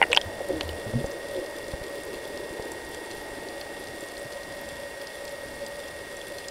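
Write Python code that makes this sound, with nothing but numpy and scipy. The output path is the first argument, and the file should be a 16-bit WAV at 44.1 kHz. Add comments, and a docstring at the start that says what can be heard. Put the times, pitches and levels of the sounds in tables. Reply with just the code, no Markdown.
"""A camera in a waterproof housing is held under the sea on a pole.
First, gear knocks on the housing and makes it ring, and pockets of air gurgle as it is moved into place.
From about one second, the grip bumps softly on the pole while the rumble of the water settles.
What remains was there all along: shrimp snapping as their bubbles collapse, heard through the housing,
a muffled wash of water, a steady hiss and the thin whine of the camera's electronics."""
import sys
import numpy as np
from scipy import signal
from scipy.fft import rfft, irfft
from scipy.io import wavfile

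SR = 44100
rng = np.random.default_rng(int(sys.argv[2]) if len(sys.argv) > 2 else 0)


def store_pcm(level_fs):
    """Save levels as 16-bit WAV."""
    pcm = np.round(np.clip(level_fs, -1, 1) * 32767).astype(np.int16)
    wavfile.write(sys.argv[1], SR, np.atleast_2d(pcm).T)


N = 286650
TIME = np.arange(N) / SR

# Gear knocking on the housing. Each row: start in seconds, clack level in dB, clack pitch in Hz,
# ring time in seconds (the time to fade by 60 dB), body level in dB, tick level in dB, tick pitch in Hz.
GEAR_KNOCKS = [(0.016, -6.5, 2010, 0.006, -3.5, -32, 4500), (0.0260, -10.5, 2790, 0.026, -16.5, -24, 9000),
               (0.0274, -4, 1930, 0.012, -10, -36, 4500), (0.0372, -11.5, 1940, 0.0076, -34, -39, 4480),
               (0.116, -27, 3380, .014, -28, -29, 6000), (0.1197, -20.5, 2790, .018, -30, -23, 4200),
               (0.1297, -3, 2620, 0.0036, -19, -18.5, 7820), (0.148, -15, 2770, 0.017, -43, -21, 5600),
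               (0.1639, -18.5, 4810, 0.016, -19, -19.5, 5550), (0.1665, -13, 3050, 0.008, -28, -32, 3870),
               (0.1731, -0.5, 3180, 0.0059, -9, -29, 9500), (0.2140, -23.5, 3270, .015, -37, -22.5, 5300),
               (0.6095, -15, 2830, .003, -20.5, -22, 4370), (0.6910, -29, 3000, 0.012, -48, -27, 3760)]
# Notes of the housing's hollow body. Each row: pitch in Hz, relative level in dB, ring time in seconds.
BODY_NOTES = [(592, -2.5, 0.038), (800, 20.5, 0.014), (913, 4, 0.029), (1440, 11.5, 0.017)]
# Notes of its stiff walls. Each row: pitch in Hz, relative level in dB, ring time in seconds.
WALL_NOTES = [(2720, -5, 0.016), (3433, 2.5, 0.011), (4254, -4.5, 0.012), (4664, -6.5, 0.013),
              (4980, -6.5, 0.017), (6000, -10.5, 0.017), (7430, -4.5, 0.0057), (7500, -6, .007),
              (8970, -1, 0.0093), (10200, -5, 0.0032), (11600, -0.5, 0.0041), (13200, -25, .003),
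              (14400, -33, .003)]
# Gurgling pockets of air. Each row: start in seconds, length in seconds, pitch in Hz, slide in octaves,
# level of the main note in dB, level of the upper note in dB.
AIR_POCKETS = [(0.098, 0.057, 525, 0.19, -24, -50), (0.252, 0.049, 96, 0, -35, -52),
               (0.404, 0.02, 500, -0.33, -25, -38), (0.489, 0.06, 380.6, -.1, -28, -25.5),
               (0.509, 0.13, 310.6, -0.19, -30, -37), (0.502, 0.12, 67, .2, -38, -52),
               (0.636, 0.15, 80, -0.055, -32.5, -63), (0.857, 0.074, 105, 0.067, -35, -40),
               (0.93, 0.097, 131, 0.39, -24.5, -27), (1.043, 0.016, 560, 0.056, -21.5, -38),
               (1.352, 0.076, 381, 0.07, -30.5, -28.5), (4.250, 0.024, 135, -.1, -36, -49)]
# Bumps of the grip on the pole. Each row: start in seconds, peak level in dB.
GRIP_BUMPS = [(0.937, -21.5), (0.956, -33), (1.043, -19), (1.386, -31), (1.737, -19), (1.815, -27),
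              (2.158, -32), (2.509, -30), (2.597, -23), (3.181, -30.5), (3.316, -32)]
# Snaps of the closest shrimp. Each row: start in seconds, peak level in dB, centre pitch in Hz.
CLOSE_SNAPS = [(0.487, -28.5, 9000), (1.113, -37, 4730), (1.462, -30.5, 4980), (1.6427, -34, 4840),
               (1.8387, -31, 4180), (2.3745, -32, 4300), (2.718, -29, 7700), (3.113, -27.5, 4850),
               (3.4865, -30, 4750), (3.6122, -26.5, 4180), (4.1694, -33, 4170), (4.3251, -32.5, 4800),
               (4.5236, -32, 4290), (5.0148, -29.5, 4230), (5.0713, -26, 4350), (5.2525, -28.5, 5960),
               (5.279, -27, 4270), (5.664, -27, 6040), (5.8824, -35, 5010), (6.2143, -29, 4170),
               (6.3842, -28, 4380), (6.484, -24, 5750)]
# The tone colour of four noises. Each row: frequency in Hz, relative level in dB.
RUMBLE_SPECTRUM = [(10, -1), (25, -7.5), (60, -2), (130, -6.5), (220, -6), (350, -4)]
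SLOSH_SPECTRUM = [(150, -42), (250, -9), (350, 0.5), (450, 3.5), (520, 1.5), (700, -17.5)]
SPLASH_SPECTRUM = [(450, -2.5), (620, 4), (740, 1), (820, -0.5), (910, 2.5), (1050, -5.5), (1350, -17),
                   (2000, -4.5)]
HISS_SPECTRUM = [(500, -24), (1200, 4.5), (1380, 2.5), (1850, 6), (2300, 1.5), (3100, -0.5), (5400, -3),
                 (6500, -8.5), (8200, -6.5), (9000, -1.5), (10200, -5.5), (10700, -17), (13200, -11),
                 (15700, -16)]
# How the low sloshing, the lighter splashing and the housing's hollow note rise and fall.
# Each row: time in seconds, relative level in dB.
SLOSH_CURVE = [(0.2, -44.5), (0.85, -40), (1.41, -44), (2.52, -40), (3.65, -44), (4.18, -42.5),
               (4.45, -46.5), (5.41, -48), (6.32, -44.5), (6.5, -47)]
SPLASH_CURVE = [(0.2, -44), (0.79, -45.5), (2.1, -49), (2.55, -47.5), (3.48, -47), (4.23, -49.5),
                (4.67, -48.5), (4.94, -50), (5.69, -50.5), (6.5, -51)]
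HOLLOW_CURVE = [(1.45, -44.5), (2.35, -44.5), (3.04, -52), (3.45, -47), (4.07, -48), (4.39, -45.5),
                (5.58, -44), (6.5, -47.5)]
# Tones of the electronics. Each row: pitch in Hz, average (rms) level in dB.
WHINE_TONES = [(1591.7, -64.5), (1878.7, -46), (2165.8, -57), (2740, -61.5), (3534.6, -61.5), (4763, -62.5),
               (5557.8, -64.5), (7580, -69), (7867, -80), (8442, -89), (8729, -77), (9028, -89),
               (9316, -89), (9603, -77), (9889.4, -66.5), (10176.5, -66.5), (11259, -81), (11546, -84),
               (14133, -87), (14420, -79), (14707, -79)]


def gear_knocks():
    """Each knock clacks at its own pitch, rings the hollow body and adds a short, high tick."""
    out = np.zeros(N)
    for start, clack_db, hz, ring_s, body_db, tick_db, tick_hz in GEAR_KNOCKS:
        blow = impulse(scatter=0.73, spread_s=0.003)
        clack = cut(ring(blow, hz, ring_s), 1.24 * hz, "low", order=6)
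        clack = cut(clack, 0.62 * hz, "high")
        body = sum(from_db(db) * ring(blow, note_hz, fade_s) for note_hz, db, fade_s in BODY_NOTES)
        body = cut(body, 2070, "low", order=4)
        tick = cut(ring(blow, tick_hz, ring_s=0.0042), 2.3 * tick_hz, "low")
        add(out, start, at_peak(clack, clack_db) + at_peak(body, body_db) + at_peak(tick, tick_db))
    return out


def gurgles(wobble=0.041, roughness=0.35):
    """An air pocket swells, slides in pitch as it changes size, and fades; an upper note rings along."""
    out, unrest, flutter = np.zeros(N), drift(42), drift(86)
    for start, length, pitch_hz, slide, main_db, upper_db in AIR_POCKETS:
        age = np.linspace(0, 1, int(length * SR))
        here = slice(int(start * SR), int(start * SR) + len(age))
        swell = np.sin(np.pi * age ** 0.59) * (1 + roughness * flutter[here])
        main_hz = pitch_hz * 2 ** (slide * (age - .5))
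        upper_hz = 1.28 * pitch_hz + 66.8
        for hz, db in ((main_hz, main_db), (upper_hz, upper_db)):
            phase = 2 * np.pi * np.cumsum(hz * (1 + wobble * unrest[here])) / SR
            add(out, start, from_db(db) * swell * np.sin(phase))
    return out


def grip_bumps():
    """A soft push on the pole gives one low thud and a short hollow ring."""
    out = np.zeros(N)
    for start, db in GRIP_BUMPS:
        push = impulse(scatter=0.3, spread_s=0.011)
        thud = ring(push, 39, 0.062) + 0.51 * ring(push, 89, 0.019) + ring(push, 490, 0.02)
        add(out, start, at_peak(cut(thud, 850, "low"), db))
    return out


def shrimp_snaps(width_octaves=0.22, through_gain=0.51):
    """A close shrimp's bubble collapses; the pop passes through the walls and makes them ring."""
    out = np.zeros(N)
    for start, db, centre_hz in list(CLOSE_SNAPS) + neighbour_snaps():
        pop = impulse(scatter=2.0, spread_s=0.0024)   # smeared by echoes off seabed and surface
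        walls = np.zeros(len(pop))
        for hz, note_db, ring_s in WALL_NOTES:
            closeness = np.exp(-.5 * (np.log2(hz / centre_hz) / width_octaves) ** 2)
            walls += from_db(note_db) * closeness * ring(pop, hz, ring_s)
        through = cut(pop, 0.49 * centre_hz, "high", order=4)
        through = cut(through, 1.4 * centre_hz, "low", order=3)
        add(out, start, at_peak(rms_one(walls) + through_gain * rms_one(through), db))
    return out


def neighbour_snaps(per_s=2.5, level_db=-32.5, spread_db=2, low_hz=4640, high_hz=8800):
    """Weaker neighbours snap at random; gives rows like those of CLOSE_SNAPS."""
    draws = rng.random((int(per_s * N / SR), 3))
    return [(when * N / SR, level_db + spread_db * (1 - 2 * softness), low_hz * (high_hz / low_hz) ** up)
            for when, softness, up in draws]


def far_shrimp_crackle(per_s=600, size_db=4.0, level_db=-52):
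    """Many small, far snaps, some dull and some bright, keep the walls ringing."""
    chance = per_s * from_db(2.5 * drift(8)) / SR
    moments = np.flatnonzero(rng.random(N) < chance)
    sizes = from_db(size_db * np.minimum(rng.exponential(1, len(moments)), 3.5))
    tilt_db_per_octave = 1.5 * rng.uniform(-1.6, 1, len(moments))
    out = np.zeros(N)
    for hz, db, ring_s in WALL_NOTES:
        clicks = np.zeros(N)
        clicks[moments] = sizes * from_db(tilt_db_per_octave * np.log2(hz / 6000))
        smeared = smear(clicks, fade_s=0.0005)   # the sound takes many paths through the water
        out += from_db(db) * ring(smeared, hz, ring_s)
    return from_db(level_db) * rms_one(out)


def tiny_shrimp_fizz(per_s=45, size_db=6.5, level_db=-62, pitches=6):
    """The smallest shrimp add thin, dry ticks, each at one of a few very high pitches."""
    moments = rng.random(N) < per_s / SR
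    clicks = moments * from_db(size_db * np.minimum(rng.exponential(1, N), 2.5))
    choice, out = rng.integers(0, pitches, N), np.zeros(N)
    for k, hz in enumerate(np.geomspace(7500, 14000, pitches)):
        out += ring(smear(clicks * (choice == k), fade_s=0.00081), hz, ring_s=0.0019)
    return from_db(level_db) * rms_one(out)


def water_wash(stir_db=6.5, settle_s=1.27):
    """Moving water rumbles, bubbles, sloshes and splashes; the rumble settles as the pole comes to rest."""
    settling = from_db(-51.5 + stir_db * np.exp(-TIME / settle_s))
    rumble = settling * coloured_noise(RUMBLE_SPECTRUM) * from_db(1.9 * drift(4.1))
    bubbling = from_db(-2) * cut(small_bubbles(), 600, "low")
    slosh = follow(SLOSH_CURVE, boost_db=0.16) * surface_echo(coloured_noise(SLOSH_SPECTRUM) + bubbling)
    splash = follow(SPLASH_CURVE, boost_db=2.5) * surface_echo(coloured_noise(SPLASH_SPECTRUM))
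    return rumble + slosh + splash


def small_bubbles(low_hz=323, high_hz=505, per_s=130, cycles=17.4, sizes=14):
    """Bubbles ring briefly at random moments, each size at its own pitch."""
    clicks = (rng.random(N) < per_s / SR) * rng.standard_normal(N)
    choice = rng.integers(0, sizes, N)
    pitches = np.geomspace(low_hz, high_hz, sizes)
    return rms_one(sum(ring(clicks * (choice == k), hz, cycles / hz) for k, hz in enumerate(pitches)))


def surface_echo(x, strength=0.22, first_lag_s=0.000898, growth_per_s=0.2156):
    """The surface mirrors sound upside down; as the echo lags more, the pitches it weakens slide down."""
    lag = first_lag_s * np.exp(growth_per_s * TIME)
    return rms_one(x - strength * np.interp(TIME - lag, TIME, x))


def hollow_note(throb_db=-0.5):
    """Air in the housing rings at two close pitches that beat together, and throbs with the water."""
    lower = rms_one(ring(rng.standard_normal(N), hz=564.6, ring_s=0.16))
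    upper = rms_one(ring(rng.standard_normal(N), hz=585.0, ring_s=0.14))
    air = cut(lower + from_db(-5) * upper, 1460, "low")
    return follow(HOLLOW_CURVE, boost_db=3) * rms_one(air * from_db(throb_db * drift(30)))


def electronics_whine(frames_per_s=29.97, sharpness=2.76):
    """Electronic tones flip upside down once in every picture frame, which gives them a fine flutter."""
    flip = rms_one(np.tanh(sharpness * np.sin(np.pi * (frames_per_s * TIME - 0.742))))
    tones = sum(from_db(db) * np.sin(2 * np.pi * (hz * TIME + rng.random())) for hz, db in WHINE_TONES)
    return np.sqrt(2) * tones * flip


def from_db(db):
    """Turn decibels into a number to multiply by."""
    return 10 ** (np.asarray(db) / 20)


def rms_one(x):
    """Scale a sound to an average (rms) level of 1."""
    return x / np.sqrt(np.mean(x ** 2) + 1e-20)


def at_peak(x, db):
    """Scale a sound so that its peak is at the given level."""
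    return from_db(db) * x / (np.abs(x).max() + 1e-20)


def follow(curve, boost_db):
    """A volume that follows a level curve, raised by the boost."""
    return from_db(np.interp(TIME, *np.transpose(curve)) + boost_db)


def add(out, start_s, sound):
    """Mix a sound in at the given time."""
    at = int(np.clip(round(start_s * SR), 0, N - 1))
    out[at:at + len(sound)] += sound[:N - at]


def cut(x, hz, keep, order=2):
    """Keep the "low" or the "high" side of a frequency; a higher order cuts more steeply."""
    return signal.sosfilt(signal.butter(order, min(hz, .45 * SR), keep, fs=SR, output="sos"), x)


def ring(x, hz, ring_s):
    """Every click in x starts a tone that fades by 60 dB in ring_s seconds."""
    decay, step = from_db(-60 / (ring_s * SR)), 2 * np.pi * hz / SR
    return signal.lfilter([.5, 0, -.5], [1, -2 * decay * np.cos(step), decay * decay], x + 1e-18)


def impulse(scatter, spread_s):
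    """A click followed by a quickly dying scatter of echoes."""
    t = TIME[:SR // 12]
    tail = rng.standard_normal(len(t)) * np.exp(-t / spread_s)
    return (t == 0) + scatter * tail / np.linalg.norm(tail)


def smear(clicks, fade_s):
    """Turn each click into a short, fading puff of noise."""
    fades = signal.lfilter([1], [1, -np.exp(-1 / (fade_s * SR))], clicks + 1e-18)
    return fades * rng.standard_normal(N)


def coloured_noise(spectrum):
    """Noise with the given tone colour, at an average level of 1."""
    hz, level_db = np.transpose(spectrum)
    bins = np.maximum(np.fft.rfftfreq(N, 1 / SR), 1)
    gain = from_db(np.interp(np.log(bins), np.log(hz), level_db, left=-90, right=-90))
    return rms_one(irfft(rfft(rng.standard_normal(N)) * gain, N))


def drift(rate_hz):
    """A random wander of typical size 1, mostly slower than rate_hz."""
    bins = np.fft.rfftfreq(N, 1 / SR)
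    return rms_one(irfft(rfft(rng.standard_normal(N)) / (1 + (bins / rate_hz) ** 2), N))


def scene():
    """Everything reaches one microphone inside the housing, over a steady hiss."""
    hiss = from_db(-47.5) * coloured_noise(HISS_SPECTRUM)
    handling = gear_knocks() + gurgles() + grip_bumps()
    shrimp = shrimp_snaps() + far_shrimp_crackle() + tiny_shrimp_fizz()
    return (handling + shrimp + water_wash() + hollow_note() + electronics_whine() + hiss)[None]


def record(dry, cutoff_hz=15800):
    """Flatten any peak beyond full scale, then cut away the highest treble."""
    treble_cut = signal.ellip(12, .1, 70, cutoff_hz, fs=SR, output="sos")
    return signal.sosfilt(treble_cut, np.clip(dry, -1, 1))


dry = scene()
out = record(dry)
store_pcm(out)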